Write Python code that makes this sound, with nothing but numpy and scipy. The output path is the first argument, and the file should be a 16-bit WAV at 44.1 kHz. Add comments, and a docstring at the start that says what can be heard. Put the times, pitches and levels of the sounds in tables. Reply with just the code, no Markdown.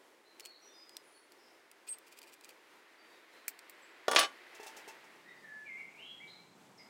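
"""Tin snips click and crack through a small sheet of tin, the blades grinding, squeaking once and
snapping shut. The tool drops on a wooden table and rattles to rest, wood and steel ringing together.
Fingers slide the cut piece over a hollow tin can, tapping and scraping its walls. Behind the close
handwork, garden birds whistle in an echoing yard while a far car passes."""
import sys
import numpy as np
from scipy import signal
from scipy.fft import rfft, irfft, next_fast_len
from scipy.io import wavfile
from scipy.ndimage import map_coordinates

SR = 44100
rng = np.random.default_rng(int(sys.argv[2]) if len(sys.argv) > 2 else 0)


def dump_mix(stems):
    """Bounce the given channels to the path in sys.argv[1] as a 16-bit WAV at rate SR."""
    frames = np.atleast_2d(stems).T  # one column per channel
    limited = np.clip(frames, -1, 1)  # hard clip at full scale
    pcm = np.round(limited * 32767).astype(np.int16)
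    wavfile.write(sys.argv[1], SR, pcm)


N = 303849

# Table levels are relative: the functions set each layer's place in the mix.
# tone colours of the garden bed: f/Hz, level/dB
AIR_EQ = [(15, -54), (25, -34), (59, -31.5), (170, -19), (344, 0.5), (796, -7.5), (911, -5), (1100, -7.5),
          (1840, -12), (6050, -20), (10100, -24), (16000, -29.5)]
TYRE_EQ = [(300, -26.5), (600, 0), (1200, 2.5), (2000, 8), (3000, -1.5), (5000, -9), (10000, -59)]
RUMBLE_EQ = [(25, -33), (70, -21), (130, -2.5), (190, 4.5), (280, 0), (500, -23), (1500, -51)]
HISS_EQ = [(300, -26), (750, 4.5), (1500, -7.5), (5000, -15.5), (8300, -12.5), (10000, -51)]
# the yard's reverb time: f/Hz, t60/s
YARD_DECAY = [(200, 0.27), (2000, 0.72), (5000, 0.66), (10000, 0.55)]
# the near bird's slurred notes: t/s, length/s, first f/Hz, last f/Hz, level/dB, trill depth/share of f
SONG_NOTES = [(5.24, 0.12, 1820, 1992, -59, 0.032), (5.412, 0.19, 1848, 1717, -53.5, 0.013),
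              (5.649, 0.13, 2500, 2098, -48.5, 0.0082), (5.765, 0.059, 2290, 2233, -48, 0.025),
              (5.859, 0.17, 2200, 2330, -63.5, 0.063), (5.965, 0.19, 2387, 3297, -54, 0.014),
              (6.018, 0.085, 2750, 3020, -54.5, 0.051), (6.195, 0.0636, 1855, 2305, -53.5, 0.0045),
              (6.268, 0.084, 3720, 4060, -57, 0.038), (6.775, 0.04, 5760, 4990, -60, 0.017),
              (6.786, 0.043, 2040, 2170, -61.5, 0.05)]
# small birds' pips: t/s, length/s, f/Hz, level/dB, trill depth/share of f
BIRD_PIPS = [(0.247, 0.089, 4070, -68.5, 0.023), (0.414, 0.11, 4340, -61.5, 0.0062),
             (0.497, 0.095, 4090, -65.5, 0.045), (0.611, 0.11, 5800, -65.5, 0.012),
             (0.67, 0.12, 3600, -65, 0.0077), (0.725, 0.16, 4990, -62, 0.0079),
             (1.019, 0.21, 9700, -72.5, 0.0264), (1.13, 0.072, 4410, -73, 0.018),
             (1.374, 0.13, 5200, -71.5, 0.05), (2.974, 0.092, 4620, -68.5, 0.0043),
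             (3.09, 0.1, 3700, -72, 0.028), (3.31, 0.12, 4100, -71.5, 0.032),
             (3.817, 0.04, 7720, -67, 0.011), (5.279, 0.055, 3740, -68, 0.016),
             (5.362, 0.055, 4750, -71.5, 0.007)]

# fingers push the piece over the can: t/s, scrape level/dB, tap level/dB
FINGER_PUSHES = [(4.544, -56, -66), (4.5977, -60, -41.5), (4.628, -56, -47), (4.663, -50, -47),
                 (4.763, -52, -56), (4.876, -52, -48.5), (5.038, -64, -52)]
# the snips hit the table: t/s, thud level/dB, clack level/dB, steel level/dB
BOUNCES = [(4.082, -22, -37, -47), (4.1135, -24.5, -34.5, -34.5), (4.1328, -27.5, -38, -53),
           (4.148, -29, -39.5, -38), (4.161, -21.5, -17, -36), (4.170, -38, -28, -49),
           (4.187, -33, -26.5, -46), (4.192, -37, -25.5, -24), (4.211, -28.5, -34, -41),
           (4.230, -30, -36.5, -46)]
# the jaws shut and rebound: t/s, level/dB
JAW_SHUTS = [(3.481, -22.5), (3.484, -35), (3.488, -40), (3.697, -42)]
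# squeezes of the handles: t/s, length/s, first grind level/dB, last grind level/dB
HANDLE_SQUEEZES = [(0.435, 0.061, -57, -58), (1.864, 0.11, -47, -64.5), (2.053, 0.312, -61.5, -59),
                   (2.422, 0.094, -61, -59)]
# the tin cracks between the blades: t/s, level/dB, bright edge offset/dB
TIN_BITES = [(0.3975, -38.5, -8), (0.4055, -39.5, -9), (0.452, -39.5, -12), (0.458, -34.5, -14),
             (0.8939, -42.5, -27), (0.9677, -30, -24), (1.3204, -50, -4), (1.7145, -44, -9),
             (1.985, -51, 4), (2.189, -41, -6), (2.2172, -43, -17), (2.23, -46, -17), (2.339, -48, -2),
             (2.4105, -47.5, -9), (2.4456, -40, -23), (2.4914, -39.5, -12), (3.591, -39, -24)]

# ringing modes, before any extra damping: f/Hz, level/dB, t60/s
CAN_MODES = [(424, 7, 0.074), (640, 3, 0.052), (783, 0.5, 0.094), (830, 1.5, 0.096), (894, -1, 0.2),
             (1700, -13, 0.13), (2680, -7.5, 0.093)]
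WOOD_MODES = [(603, 3, 0.019), (795, -5.5, .15), (1163, 0, 0.11), (1430, -4, 0.093), (1805, 1, 0.043),
              (2890, -12, 0.089), (3395, -4, 0.093), (5350, -10, 0.077)]  # the table top
TOOL_ON_WOOD_MODES = [(331, -7, 0.27), (617, -6, 0.3), (682, -6, .25), (1097, -3, .4), (1156, 6, 0.51),
                      (1205, -5, 0.5), (1440, -4.5, 0.61), (1602, 1, .35), (1970, -2.5, 0.38),
                      (2385, 1, 0.2), (3030, 0, 0.37), (3690, 1, 0.14), (4350, -2, 0.22), (5453, -5, 0.18)]  # snips and table top together
STEEL_MODES = [(6400, -2, 0.17), (7840, -3, 0.13), (8263, -9, .14), (9250, 3, .1), (9728, -3.5, 0.16),
               (10640, -6, 0.1), (13250, -11, .07), (14900, -6, .05)]
# tone colours of the contacts: f/Hz, level/dB
SCRAPE_EQ = [(500, -22), (1500, -7), (3000, 5), (4200, 1.5), (5400, 5.5), (7300, 2.5), (11000, -5.5),
             (16000, -7)]  # tin on the can
THUD_EQ = [(25, -23), (150, -24), (300, -4.5), (560, 2.5), (1200, -3), (1800, -9), (2200, -31), (3200, -9),
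           (5000, -23), (6600, -14.5), (8000, -31), (15000, -35)]  # dull blow on wood
CLACK_EQ = [(90, -40), (210, -37), (315, -1.5), (380, -8.5), (600, 1), (950, -6), (2400, -1), (4400, -3.5),
            (6500, -10), (9000, -21.5), (16000, -42.5)]  # hard steel on wood
CLASH_EQ = [(2000, -10.5), (5000, 11), (8000, 1), (10500, 4.5), (12000, -4), (15000, -5.5)]  # steel on steel
JAW_EQ = [(600, -24), (1500, -7.5), (2300, 5.5), (3400, -14.5), (4800, 2), (6200, -7.5), (8000, 3.5),
          (9200, -5.5), (10300, 0), (11700, -9), (14400, 6.5), (16000, -1.5)]  # the closing blades
SHEET_EQ = [(500, -31), (1400, -24), (2400, -0.5), (3800, -8), (4700, 0.5), (6100, -8), (7600, -4.5),
            (11200, -10), (16000, -10)]  # the small tin sheet

AIR_DB, AIR_SWELL_DB = -65, 4  # still air, and its lift while the car is nearest
PASS_S, PASS_DB = 4.817, -57.5  # the car at its nearest
APPROACH_S, LEAVE_S = 0.95, 0.24  # its half-power times before and after
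RUMBLE_S, RUMBLE_RISE_S, RUMBLE_DB, HISS_DB = 4.7, 1, -68.5, -69
SECOND_VOICE_RATIO, SECOND_VOICE_DB = 1.22, -20  # the other side of the bird's syrinx
CHATTER_S, CHATTER_DB, CHATTER_SAG_DB_PER_S = 4.16, -28.5, 89  # starts with the heaviest blow
SQUEAK_S, SQUEAK_HZ, SQUEAK_DB = 1.884, 8330, -43
JERK_S = 0.051  # the blades advance in jerks of this length
TOP_HZ = 16000


def amp(db):
    """Decibels to gain."""
    return 10 ** (np.asarray(db) / 20)


def unit(x):
    """Scale to rms 1."""
    return x / np.sqrt(np.mean(x ** 2) + 1e-20)


def along(points, hz):
    """Read a curve of (f/Hz, value) points on a log frequency axis."""
    f, v = np.transpose(points)
    return np.interp(np.log(hz + 1), np.log(f), v)


def wobble(rate, size):
    """Smooth random modulation, rate knots a second."""
    return map_coordinates(rng.standard_normal(4096), [np.arange(size) * rate / SR], mode="wrap")


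def noise(eq, size):
    """Coloured noise of rms 1."""
    gain = amp(along(eq, np.fft.rfftfreq(size, 1 / SR)))
    return unit(irfft(rfft(rng.standard_normal(size)) * gain, size))


def body(x, eq, size=2048):
    """Colour x like a resonant body: a minimum-phase response of unit energy."""
    cepstrum = irfft(np.log(amp(along(eq, np.fft.rfftfreq(size, 1 / SR)))))
    causal_fold = np.r_[1, np.full(size // 2 - 1, 2), np.zeros(size // 2)]
    return resonate(x, irfft(np.exp(rfft(cepstrum * causal_fold))))


def resonate(x, response):
    """Play x through an impulse response scaled to unit energy."""
    return signal.fftconvolve(x, response / np.linalg.norm(response))[:len(x)]


def highpass(x, hz):
    """Roll off the lows below hz."""
    return signal.sosfilt(signal.butter(2, hz, "high", fs=SR, output="sos"), x)


def add(track, s, x):
    """Mix x into the track at time s."""
    part = track[max(round(s * SR), 0):][:len(x)]
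    part += x[:len(part)]


def envelope(s, attack, hold, t60):
    """Rise from time s, hold, then die away; all in seconds."""
    t = np.arange(N) / SR - s
    return np.clip(t / attack, 0, 1) * amp(-60 * np.maximum(t - attack - hold, 0) / t60)


def fade(t60):
    """A quarter second of exponential decay."""
    return amp(-60 * np.arange(SR // 4) / SR / t60)


def burst(t60):
    """A noise hit: countless close modes dying together."""
    return fade(t60) * rng.standard_normal(SR // 4)


def ring(modes, spread_db):
    """Strike the modes, each with a random sign and a level scattered by spread_db."""
    t = np.arange(SR // 4) / SR
    waves = np.zeros(len(t))
    for hz, db, t60 in modes:
        strength = amp(db + spread_db * rng.normal()) * rng.choice([-1, 1])
        waves += strength * fade(t60) * np.sin(2 * np.pi * hz * t)
    return waves / np.linalg.norm(amp(np.array(modes)[:, 1]))


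def friction(force, eq, grit_db, slip_rate):
    """Tiny uneven slips that follow the force."""
    slips = unit(rng.standard_normal(N) * amp(grit_db * wobble(slip_rate, N)))
    return body(force * slips, eq)


def air_and_traffic():
    """Still garden air; a far car's tyres swell and pass; a low rumble and faint hiss fade in and stay."""
    t = np.arange(N) / SR
    nearness = 1 / np.hypot(1, (t - PASS_S) / np.where(t < PASS_S, APPROACH_S, LEAVE_S))
    air = amp(AIR_DB + AIR_SWELL_DB * nearness ** 4 + 1.4 * wobble(14, N)) * noise(AIR_EQ, N)
    tyres = nearness * amp(PASS_DB + 0.17 * wobble(3.2, N)) * noise(TYRE_EQ, N)
    rumble = amp(RUMBLE_DB + 1.9 * wobble(2.23, N)) * noise(RUMBLE_EQ, N)
    hiss = amp(HISS_DB) * noise(HISS_EQ, N)
    fade_in = np.clip((t - RUMBLE_S) / RUMBLE_RISE_S, 0, 1)
    return air + tyres + fade_in * (rumble + hiss)


def yard(x):
    """Reverb from walls and trees, each frequency dying at its own speed."""
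    hz, t, spectra = signal.stft(rng.standard_normal(SR), SR, nperseg=256)
    decay = amp(-60 * t / along(YARD_DECAY, hz)[:, None])
    tail = signal.istft(spectra * decay, SR, nperseg=256)[1]
    return resonate(x, tail)


def whistle(length, first_hz, last_hz, trill, glide_share=0.55, trill_hz=115, waver=0.6):
    """One bird note: it glides on to its pitch and holds it, with a fast trill."""
    size = int(length * SR)
    t = np.arange(size) / SR
    glide = np.sin(np.pi / 2 * np.minimum(t / (length * glide_share), 1))
    flutter = np.sin(2 * np.pi * trill_hz * t) + waver * wobble(248.4, size)
    hz = (first_hz + (last_hz - first_hz) * glide) * (1 + trill * flutter)
    return signal.windows.tukey(size, 0.35) * np.sqrt(2) * np.sin(2 * np.pi * np.cumsum(hz) / SR)


def birds():
    """A two-voiced phrase and thin pips, a little more wet than dry."""
    song = np.zeros(N)
    for s, length, first_hz, last_hz, db, trill in SONG_NOTES:
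        add(song, s, amp(db) * whistle(length, first_hz, last_hz, trill))
        upper = whistle(length, first_hz * SECOND_VOICE_RATIO, last_hz * SECOND_VOICE_RATIO, trill)
        add(song, s, amp(db + SECOND_VOICE_DB) * upper)
    for s, length, hz, db, trill in BIRD_PIPS:
        add(song, s, amp(db) * whistle(length, hz, hz, trill))
    return amp(-2.5) * song + amp(-1.5) * yard(song)


def can_slide():
    """Each push taps the can and scrapes the piece along; the scrape sets the hollow walls humming."""
    taps, force = np.zeros((2, N))
    for s, scrape_db, tap_db in FINGER_PUSHES:
        add(taps, s, amp(tap_db) * ring(CAN_MODES, spread_db=-2.5))
        force += amp(scrape_db) * envelope(s, attack=0.0045, hold=0.0071, t60=0.15)
    scrape = friction(force, SCRAPE_EQ, grit_db=2, slip_rate=2100)
    hum = unit(resonate(scrape, ring(CAN_MODES, spread_db=3))) * np.std(scrape)
    return highpass(taps, hz=300) + amp(-1) * scrape + amp(-3) * hum


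def rattle():
    """Dense tiny contacts that weaken steadily, then stop as the tool settles."""
    contacts = unit(rng.standard_normal(N) * amp(1.8 * wobble(350, N)))
    age = np.maximum(np.arange(N) / SR - CHATTER_S, 0)
    gate = envelope(CHATTER_S, attack=0.0024, hold=0.094, t60=0.058)
    return amp(CHATTER_DB - CHATTER_SAG_DB_PER_S * age) * gate * contacts


def tool_drop():
    """Tip and handles hit the wood in turn, the blades clash, and the tool chatters to rest."""
    thuds, clacks, clashes, modes = np.zeros((4, N))
    wood_damping = fade(t60=0.47)
    for s, thud_db, clack_db, steel_db in BOUNCES:
        add(thuds, s, amp(thud_db) * (burst(t60=0.021) + amp(-13) * burst(t60=0.21)))
        add(clacks, s, amp(clack_db) * (burst(t60=0.058) + amp(1) * burst(t60=0.0097)))
        add(clashes, s, amp(steel_db) * burst(t60=0.05))
        add(modes, s, amp(thud_db - 1) * ring(WOOD_MODES, spread_db=-0.5))
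        add(modes, s, amp(clack_db - 5) * ring(TOOL_ON_WOOD_MODES, spread_db=-0.5) * wood_damping)
        add(modes, s, amp(steel_db - 3) * ring(STEEL_MODES, spread_db=2.5))
    chatter = rattle()
    sustain = ring(TOOL_ON_WOOD_MODES, spread_db=0) * fade(t60=0.082)
    modes += amp(-4) * resonate(chatter, sustain)  # tiny contacts keep the same modes alive
    modes = highpass(highpass(modes, hz=210), hz=210)  # small parts radiate almost no bass
    wood = body(thuds, THUD_EQ) + body(clacks + amp(-1) * chatter, CLACK_EQ)
    steel = body(clashes + amp(-21) * chatter, CLASH_EQ)
    return highpass(wood, hz=110) + steel + modes


def jaw_clacks():
    """Out of the cut, the blades close steel on steel with a bright clack."""
    clacks = np.zeros(N)
    for s, db in JAW_SHUTS:
        add(clacks, s, amp(db) * (burst(t60=0.0085) + amp(-12.5) * burst(t60=0.061)))
    return body(clacks, JAW_EQ)


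def blade_squeak():
    """Stick-slip locks on to one high blade mode, with a rasp around it."""
    phase = 2 * np.pi * np.cumsum(SQUEAK_HZ + 50 * wobble(500, N)) / SR
    tone = amp(2.4 * wobble(350, N)) * np.sqrt(2) * np.sin(phase)
    rasp = noise([(6000, -34), (8300, 0), (9500, -1), (12000, -20)], N)
    gate = envelope(SQUEAK_S, attack=0.006, hold=0.038, t60=0.093)
    return amp(SQUEAK_DB) * gate * (tone + amp(-10.5) * rasp)


def squeeze_force():
    """Force on the cut: it swells and lets go with every jerk of the blades."""
    force = np.zeros(N)
    for s, length, first_db, last_db in HANDLE_SQUEEZES:
        t = np.arange(int(length * SR)) / SR
        jerks = np.sin(np.pi * t / JERK_S) ** 2
        add(force, s, amp(np.linspace(first_db, last_db, len(t))) * jerks)
    return force


def cutting(low_hz=2800, high_hz=10000, mode_count=12):
    """Tin cracks ahead of the grinding blades; each bite frees more sheet, so it rings at new pitches."""
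    cracks = np.zeros(N)
    for s, db, edge_db in TIN_BITES:
        pitches = low_hz * (high_hz / low_hz) ** rng.random(mode_count)
        sheet_modes = [(hz, 0, 0.016) for hz in pitches]
        snap = burst(t60=0.008) + amp(-19) * burst(t60=0.045)
        ping = amp(-4) * ring(sheet_modes, spread_db=2)
        add(cracks, s, amp(db - 4.5) * (snap + ping))
        add(cracks, s, amp(db + edge_db + 2) * highpass(burst(t60=0.022), hz=9050))
    grind = friction(squeeze_force(), SHEET_EQ, grit_db=4, slip_rate=370)
    blade_ring = ring([(2408, 6, 0.02), (4930, -7, 0.013), (8500, -2, 0.01)], spread_db=-0.5)
    return body(cracks, SHEET_EQ) + amp(-1) * grind + amp(-11) * resonate(grind, blade_ring)


def scene():
    """Close, nearly dry handwork in front of the garden, in mono."""
    handwork = cutting() + jaw_clacks() + blade_squeak() + tool_drop() + can_slide()
    return (handwork + amp(-34) * yard(handwork) + birds() + air_and_traffic())[None]


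def record(dry):
    """The microphone's band limit: a steep high cut at TOP_HZ."""
    size = next_fast_len(N + SR // 2)
    gain = 1 / (1 + (np.fft.rfftfreq(size, 1 / SR) / TOP_HZ) ** 160)
    return irfft(rfft(dry, size) * gain, size)[:, :N]


dry = scene()
out = record(dry)
dump_mix(out)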